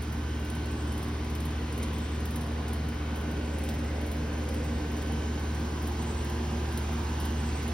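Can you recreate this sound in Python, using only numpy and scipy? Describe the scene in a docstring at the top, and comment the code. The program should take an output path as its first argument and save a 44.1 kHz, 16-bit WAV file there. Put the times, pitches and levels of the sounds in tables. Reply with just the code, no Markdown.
"""A garden, by a brick wall: an air-conditioning condenser runs a few metres from a slowly turning listener.
Its four-bladed fan throbs and rushes, the compressor hums with a thin whine, the steel cabinet drones.
A loose part ticks in bunches and rings the grille. The wall's echo swells and fades single tones.
Far insects shimmer; a small bird calls faintly."""
import sys
import numpy as np
from scipy import signal
from scipy.fft import rfft, irfft, next_fast_len
from scipy.io import wavfile
from scipy.ndimage import uniform_filter1d, map_coordinates

SR = 44100
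rng = np.random.default_rng(int(sys.argv[2]) if len(sys.argv) > 2 else 0)


def output_pcm(signal):
    """Save a mono or channel-first signal as 16-bit PCM at the path in sys.argv[1].

    Samples are clipped to [-1, 1] before scaling.
    """
    pcm = np.clip(np.atleast_2d(signal).T, -1, 1) * 32767
    wavfile.write(sys.argv[1], SR, np.round(pcm).astype(np.int16))


N = 340893

FAN_HZ, COMPRESSOR_HZ, MAINS_HZ, TOP_HZ = 18.811, 58.63, 60.0, 15870
SLIP_HZ = COMPRESSOR_HZ - 3 * FAN_HZ

# listener's path: (time [s], nearness [dB], air brightness [dB], turn to the right ear [dB])
PATH = [(0, -1.5, 1, 5), (1.6, -1, 0.7, 0.5), (2.8, -1, -0.4, 1.5), (4.5, -0.2, 0, 2.5),
        (6.2, 0.2, 1.7, 4.5), (7.73, .5, 2, 7)]
# air through fan and coil: (frequency [Hz], density [dB/Hz])
AIR_SPECTRUM = [(20, -97), (40, -73.5), (66, -62), (120, -71.5), (155, -66.5), (200, -67.5), (225, -65.5),
                (250, -67), (305, -66.5), (340, -70.5), (420, -70), (630, -76), (760, -73), (1050, -76),
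                (1280, -79), (2100, -80), (4000, -86.5), (7000, -92), (8600, -97), (16000, -103)]
# boom in the corner of wall and ground: (time [s], gain [dB], centre [Hz])
CORNER_BOOM = [(0, -3, 495), (1.2, 2, 453), (2.1, 6, 503), (2.8, 1.5, 506), (3.5, 6, 575), (4.1, 8.5, 560),
               (4.7, 7.5, 503), (5.3, 3.5, 430), (6.6, -1, 420), (7.73, -3, 600)]
# hollow band, lifted or cancelled by the wall's echo: (time [s], gain [dB], centre [Hz])
WALL_HOLLOW = [(0, 1.5, 1100), (.9, 2.5, 1100), (1.4, 2.5, 1100), (3.05, 3.5, 1200), (3.75, -2.5, 1000),
               (4.4, -.5, 1000), (5, .7, 1100), (5.6, 3, 970), (6.2, 3.5, 1040), (7, .3, 950),
               (7.6, 1.5, 720)]
# three bands of the rush: (centre [Hz], width [Hz])
RUSH_BANDS = [(780, 220), (2200, 900), (3400, 1300)]
# their gains: (time [s], low [dB], middle [dB], high [dB])
RUSH_GAINS = [(0, -1.5, -1, -1), (.7, -1, -.7, .8), (1.5, -1, -.4, 1.5), (2.1, -1.5, .3, 1.5),
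              (2.9, 3, 1, .7), (3.6, 1.5, 1.5, .3), (5.1, 0, -.2, 0), (5.8, -1, -2, -.5),
              (6.3, 1.3, -2, -.3), (6.9, 0, -2.5, -.3), (7.73, 0, -.5, 0)]
# likeness of the rush at the two ears: (frequency [Hz], coherence [0-1])
EAR_COHERENCE = [(130, .999), (300, .97), (650, .62), (1200, .42), (1900, .75), (2900, .5), (4800, .55),
                 (6200, .8), (7200, .99), (9000, .75), (13500, .95)]
# effect of the turn on balance: (frequency [Hz], weight [ratio])
EAR_SHADOW = [(330, 0.078), (720, 1.37), (1300, 0.73), (2500, 0.17), (5000, 0.024)]
# left ear's phase lead: (frequency [Hz], lead [rad])
EAR_LEAD = [(150, 0), (300, -.1), (600, -.8), (900, -.2), (1250, -.4), (1600, .3), (3100, 1.1), (5200, .6),
            (6200, 1.8), (7000, 3), (7900, 3.45), (10400, 6.3), (12700, 9.1), (14400, 9.7), (16000, 12.4)]
# fan tones, blade pass at order 4: (shaft order, level [dB])
FAN_TONES = [(4, -33), (7, -54), (10, -58), (12, -54), (17, -57.5), (20, -55.5), (24, -57.5)]
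# steady compressor tones: (shaft order, level [dB])
COMPRESSOR_TONES = [(1, -50), (7, -56), (9, -61.5), (18, -65), (24, -72)]
# hums trading places along the wall:
# (time [s], compressor order 2 [dB], order 5 [dB], order 6 [dB], fan order 16 [dB])
WALL_HUMS = [(0, -42.5, -47.5, -56, -50), (.85, -42.5, -45, -49, -48), (1.25, -44, -49, -51, -49),
             (2.8, -45, -48, -57, -50), (3.6, -46.5, -46.5, -52, -48), (4.9, -47, -44.5, -58, -46.5),
             (5.85, -45, -56, -45.5, -52), (6.5, -44.5, -66, -45, -55), (7.1, -44, -49, -47, -52),
             (7.73, -44, -55, -53, -55)]
# whine between swells: (shaft order, level [dB])
WHINE_FLOOR = [(17, -62), (25, -65), (26, -66.5), (27, -69.5), (48, -67), (52, -75), (54, -69)]
# standing-wave crests on the path: (time [s], shaft order, width [s], level [dB])
WHINE_CRESTS = [(0.38, 17, 0.17, -64), (1.9, 17, 1.3, -64), (5.7, 17, .6, -66), (6.65, 17, .8, -59),
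                (.52, 25, .4, -63), (2.15, 25, .4, -64), (2.8, 25, .4, -61), (3.3, 25, 0.36, -56.5),
                (4.3, 25, 0.72, -64), (5.6, 25, .25, -63), (7.4, 25, 0.33, -70), (.52, 26, 0.87, -56.5),
                (3.4, 26, 0.8, -57.5), (5.2, 26, 1.1, -56.5), (7.4, 26, 0.65, -58.5), (4.25, 27, .9, -61),
                (5.6, 27, .3, -60), (6.6, 27, 1.1, -58.5), (0.53, 48, 0.44, -68), (6.3, 48, .45, -66),
                (7.25, 48, 0.64, -62), (.31, 52, 0.1, -59), (.92, 52, .18, -59), (1.5, 52, .3, -63),
                (2.1, 52, .2, -67), (3.05, 52, 0.57, -62.5), (4.3, 52, .28, -63), (5.15, 52, 0.52, -59.5),
                (5.85, 52, .22, -62), (6.3, 52, 0.3, -64), (7.28, 52, 0.19, -60), (6.5, 54, 1.2, -72)]
# throbbing hums: (compressor order, fan order, crest time [s], tone [dB], sidebands -2, -1, +1 [dB])
DRONE_TONES = [(1, 2, 0.17, -60, -73, -51, -59.5), (2, 2, .115, -48.5, -50.5, -67, -57.5),
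               (3, 0, 0.2, -59, -70, -55.5, -63), (4, -1, 0.455, -50, -72, -54.5, -65),
               (4, 0, .15, -44, -60, -55, -65.5)]
# drone strength and throb depth along the wall: (time [s], gain [dB])
DRONE_GAIN = [(0, -2), (1.3, -.3), (4, .3), (5.3, -.2), (7.73, 0)]
# panel sum and difference tones: (compressor order, fan order, level [dB])
CABINET_TONES = [(3, -6, -53), (2, 1, -57), (4, 1, -57.5), (3, 4, -68), (4, 2, -60.5), (4, 4, -58),
                 (6, -2, -56.5), (7, 1, -57)]
# insect chorus: (time [s], level [dB])
INSECT_LEVEL = [(0, -65.5), (2, -64), (3, -65), (4, -61), (5, -57.8), (6, -57.2), (7, -56.3), (7.73, -56.3)]
# its shrill: (frequency [Hz], gain [dB])
INSECT_SPECTRUM = [(3500, -25), (4700, -5), (5400, 1), (6200, 0), (6750, 4), (7200, 0), (7850, -2),
                   (8300, -16), (11000, -35)]
# hard strikes of the loose part: (time [s], level [dB])
STRIKES = [(0.02, -41.5), (0.1226, -44.5), (0.395, -50), (0.4464, -46), (0.4978, -42.5), (0.5492, -43),
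           (0.8724, -50), (0.9188, -42.5), (0.9752, -42), (1.0261, -46), (1.2984, -46), (1.3498, -42.5),
           (1.4017, -46), (1.4521, -41), (1.503, -50), (1.723, -46), (1.7759, -41), (1.8267, -39),
           (1.9295, -44), (1.9814, -48), (2.2004, -48), (2.2536, -40.5), (2.3062, -45), (2.3565, -40.5),
           (2.4074, -42.5), (2.6798, -43.5), (2.731, -41), (2.8853, -47), (3.1577, -44), (3.3124, -47),
           (3.5833, -43), (3.6361, -39), (3.687, -40), (3.7374, -47), (3.7863, -46), (4.0103, -45),
           (4.0622, -44), (4.1135, -43.5), (4.4877, -43), (4.5396, -42.5), (4.6414, -47), (4.9142, -45),
           (4.9656, -43.5), (5.018, -44), (5.1188, -45), (5.3916, -43.5), (5.5463, -46.5), (5.5962, -49),
           (5.8192, -44), (5.8701, -44.5), (6.0227, -47), (6.2447, -46), (6.2961, -42), (6.7221, -46),
           (6.7735, -39.5), (6.9267, -47), (7.199, -38.5), (7.251, -40.5), (7.6246, -47), (7.6779, -41.5)]
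# their ring: (frequency [Hz], gain [dB])
STRIKE_SPECTRUM = [(1500, -16), (3000, -1), (4500, -4.5), (7000, -4.5), (8900, 0), (10600, -3), (11150, 1),
                   (11450, -1), (11900, 5), (12400, -2), (16000, -7)]
# bird phrases: (start [s], level [dB])
BIRD_PHRASES = [(.68, -53), (1.92, -52.5), (3.42, -54.5), (3.75, -58), (4.54, -55.5), (5.98, -49.3),
                (7.36, -49.3)]
# notes of each phrase: (delay [s], top pitch [Hz], gain [dB])
BIRD_NOTES = [(0, 7900, -3), (.08, 8060, 0), (.175, 7990, -1)]


def amp(db):
    """Decibels to gain."""
    return 10 ** (np.asarray(db) / 20)


def unit(x):
    """Scale to rms 1."""
    return x / np.sqrt(np.mean(x ** 2) + 1e-20)


def at_hz(points, hz):
    """(frequency [Hz], value) rows read on a log axis."""
    knots_hz, values = np.transpose(points)
    return np.interp(np.log(hz + 1), np.log(knots_hz + 1), values)


def curves(rows, t):
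    """Each column after the time, read at times t."""
    knots_s, *columns = np.transpose(rows)
    return [np.interp(t, knots_s, column) for column in columns]


def wobble(rate_hz):
    """Smooth random curve, rate_hz knots a second."""
    coarse = np.arange(0, N + 128, 128)
    knots = rng.standard_normal(int(N * rate_hz / SR) + 4)
    smooth = map_coordinates(knots, [coarse * rate_hz / SR], mode="nearest")
    return np.interp(np.arange(N), coarse, smooth)


def filtered(x, response):
    """Apply a frequency response."""
    size = next_fast_len(N + SR // 4)
    return irfft(rfft(x, size) * response(np.fft.rfftfreq(size, 1 / SR)), size)[..., :N]


def stereo_noise(response, coherence):
    """Coloured stereo noise, rms 1."""
    spread = np.arccos(coherence) / 2
    mid, side = filtered(rng.standard_normal((2, N)), response) * [[np.cos(spread)], [np.sin(spread)]]
    return unit(np.array([mid + side, mid - side]))


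def bell(hz, centre_hz, width_hz):
    """Resonance curve, 1 at centre."""
    return 1 / (1 + (2 * (hz - centre_hz) / width_hz) ** 2)


def shaft_angle(hz, drift):
    """Angle [rad] of a shaft whose speed drifts with load."""
    return 2 * np.pi * np.cumsum(hz * (1 + drift * wobble(3.04))) / SR


def tone(angle_rad, rms_db):
    """Sine with random start phase."""
    return np.sqrt(2) * amp(rms_db) * np.sin(angle_rad + rng.uniform(0, 2 * np.pi))


def add(track, start_s, sound):
    """Mix a short sound in."""
    part = track[round(start_s * SR):][:len(sound)]
    part += sound[:len(part)]


def air_rush(patchy_db=0.9, boom_width_hz=127, hollow_width_hz=260):
    """Turbulence, coloured by wall and ground echoes; brightness and balance follow the path."""
    hz, t, noise = signal.stft(rng.standard_normal((2, N)), SR, nperseg=2048)
    hz = hz[:, None]
    near_db, bright_db, turn_db = curves(PATH, t)
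    boom_db, boom_hz = curves(CORNER_BOOM, t)
    hollow_db, hollow_hz = curves(WALL_HOLLOW, t)
    speckle = rng.standard_normal(noise.shape[1:])
    patches = unit(uniform_filter1d(uniform_filter1d(speckle, 12, axis=0), 9, axis=1))
    level_db = at_hz(AIR_SPECTRUM, hz) + near_db + bright_db * hz / (hz + 700) + patchy_db * patches
    level_db += boom_db * bell(hz, boom_hz, boom_width_hz)
    level_db += hollow_db * bell(hz, hollow_hz, hollow_width_hz)
    level_db += sum(db * bell(hz, *band) for db, band in zip(curves(RUSH_GAINS, t), RUSH_BANDS))
    spread = np.arccos(at_hz(EAR_COHERENCE, hz)) / 2
    mid, side = noise[0] * np.cos(spread), noise[1] * np.sin(spread)
    right_gain = amp(turn_db * at_hz(EAR_SHADOW, hz) / 2)
    ears = np.array([(mid + side) / right_gain, (mid - side) * right_gain]) * amp(level_db)
    return np.sqrt(SR / 2) * signal.istft(ears, SR, nperseg=2048)[1][:, :N]


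def fan(t, angle_rad, flutter_db=0.64):
    """Blade tones flutter in uneven inflow; order 16 beats against compressor order 5."""
    near_db = curves(PATH, t)[0]
    blades = sum(tone(order * angle_rad, db + flutter_db * wobble(9)) for order, db in FAN_TONES)
    return amp(near_db) * blades + tone(16 * angle_rad, curves(WALL_HUMS, t)[-1])


def compressor(t, angle_rad, waver_db=0.2):
    """Shaft harmonics: steady tones, hums that trade places, whine."""
    steady = [(order, db - waver_db * wobble(2.22)) for order, db in COMPRESSOR_TONES]
    trading = list(zip((2, 5, 6), curves(WALL_HUMS, t)))
    return sum(tone(order * angle_rad, db) for order, db in steady + trading + whine_levels(t))


def whine_levels(t):
    """(shaft order, level curve [dB]) per whine tone: weak floor plus a swell at each crest."""
    coarse_s = t[::256]
    levels = []
    for order, floor_db in WHINE_FLOOR:
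        swells = sum(amp(db) * 0.5 ** ((2 * (coarse_s - crest_s) / width_s) ** 2)
                     for crest_s, crest_order, width_s, db in WHINE_CRESTS if crest_order == order)
        levels.append((order, np.interp(t, coarse_s, 20 * np.log10(amp(floor_db) + swells))))
    return levels


def drone(t, compressor_rad, fan_rad, magnetic_db=-47.3):
    """Low hums throb as the compressor slips past 3x fan speed; the motor's magnetic hum adds a beat."""
    strength = amp(curves(DRONE_GAIN, t)[0])
    hum = amp(magnetic_db) * np.cos(2 * np.pi * 4 * MAINS_HZ * t)
    for compressor_order, fan_order, crest_s, tone_db, *sidebands_db in DRONE_TONES:
        angle_rad = compressor_order * compressor_rad + fan_order * fan_rad
        slip_rad = 2 * np.pi * SLIP_HZ * (t - crest_s)
        sidebands = sum(amp(db) * np.cos(angle_rad + k * slip_rad)
                        for k, db in zip((-2, -1, 1), sidebands_db))
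        hum += amp(tone_db) * np.cos(angle_rad) + strength * sidebands
    return np.sqrt(2) * strength * hum


def cabinet(compressor_rad, fan_rad, waver_db=1):
    """Steel panels, driven by both shafts, hum at sums and differences of their rates."""
    return sum(tone(compressor_order * compressor_rad + fan_order * fan_rad, db + waver_db * wobble(2.07))
               for compressor_order, fan_order, db in CABINET_TONES)


def insects(t, shimmer_db=1.2):
    """Far chorus, louder as the listener turns from wall to garden."""
    level_db = curves(INSECT_LEVEL, t)[0] + shimmer_db * wobble(27)
    return amp(level_db) * stereo_noise(lambda hz: amp(at_hz(INSECT_SPECTRUM, hz)), coherence=1)


def rattle(trim_db=-0.5, rise_s=0.0015, t60_s=0.047, echo_db=-11, echo_t60_s=0.25,
           chatter_db=-58, scatter_db=3, scrape_db=2.2, wander_db=2.5):
    """A loose part chatters about once a fan turn and strikes harder in bunches."""
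    t = np.arange(SR // 10) / SR
    blow = (1 - np.exp(-t / rise_s)) * (amp(-60 * t / t60_s) + amp(echo_db - 60 * t / echo_t60_s))
    envelope = np.zeros(N)
    for strike_s, db in STRIKES:
        add(envelope, strike_s, amp(db + trim_db) * blow)
    for (start_s, _), (end_s, _) in zip(STRIKES, STRIKES[1:]):
        turns = max(round((end_s - start_s) * FAN_HZ), 1)
        for touch_s in np.linspace(start_s, end_s, turns + 1)[1:-1]:
            add(envelope, touch_s, amp(chatter_db + scatter_db * rng.standard_normal()) * blow)
    envelope *= amp(scrape_db * wobble(300))
    ring = stereo_noise(lambda hz: amp(at_hz(STRIKE_SPECTRUM, hz)), coherence=1)
    # the contact point wanders, favouring different bands
    bands = [filtered(ring, lambda hz: (hz >= low_hz) & (hz < high_hz))
             for low_hz, high_hz in ((0, 9500), (9500, 11500), (11500, TOP_HZ))]
    return envelope * unit(sum(band * amp(wander_db * wobble(20)) for band in bands))


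def grille(ring_hz=3090, width_hz=80, idle_db=-65.5, struck_db=-19, t60_s=0.4):
    """Narrow steel resonance, stirred by airflow, rung by each hard strike."""
    t = np.arange(SR // 2) / SR
    power = np.full(N, amp(idle_db) ** 2)
    for strike_s, db in STRIKES:
        add(power, strike_s, amp(db + struck_db - 60 * t / t60_s) ** 2)
    return np.sqrt(power) * stereo_noise(lambda hz: bell(hz, ring_hz, width_hz), coherence=0.78)


def bird(note_s=0.064, slur=0.04, second_ratio=0.925, second_db=-6.5, trees_t60_s=0.36):
    """Thin upslurred notes from both sides of the syrinx, smeared by tree echoes."""
    progress = np.linspace(0, 1, int(note_s * SR))
    envelope = np.sqrt(np.hanning(len(progress)))
    song = np.zeros(N)
    for start_s, phrase_db in BIRD_PHRASES:
        for delay_s, top_hz, note_db in BIRD_NOTES:
            angle_rad = 2 * np.pi * np.cumsum(top_hz * (1 - slur * (1 - progress) ** 2)) / SR
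            db = phrase_db + note_db
            voices = tone(angle_rad, db) + tone(second_ratio * angle_rad, db + second_db)
            add(song, start_s + delay_s, envelope * voices)
    t = np.arange(SR // 3) / SR
    trees = rng.standard_normal(len(t)) * amp(-60 * t / trees_t60_s)
    # far off: more echo than direct sound
    return song / 2 + signal.fftconvolve(song, trees / np.linalg.norm(trees))[:N]


def scene():
    """Condenser and garden, stereo."""
    t = np.arange(N) / SR
    fan_rad = shaft_angle(FAN_HZ, drift=0.0005)
    compressor_rad = shaft_angle(COMPRESSOR_HZ, drift=0.0001)
    shaft_tones = fan(t, fan_rad) + compressor(t, compressor_rad)
    mixed_tones = drone(t, compressor_rad, fan_rad) + cabinet(compressor_rad, fan_rad)
    return air_rush() + shaft_tones + mixed_tones + insects(t) + rattle() + grille() + bird()


def record(dry):
    """Phase offset between the ears; nothing above TOP_HZ."""
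    lead_share = np.array([[0.5], [-0.5]])
    return filtered(dry, lambda hz: np.exp(1j * lead_share * at_hz(EAR_LEAD, hz)) * (hz < TOP_HZ))


dry = scene()
out = record(dry)
output_pcm(out)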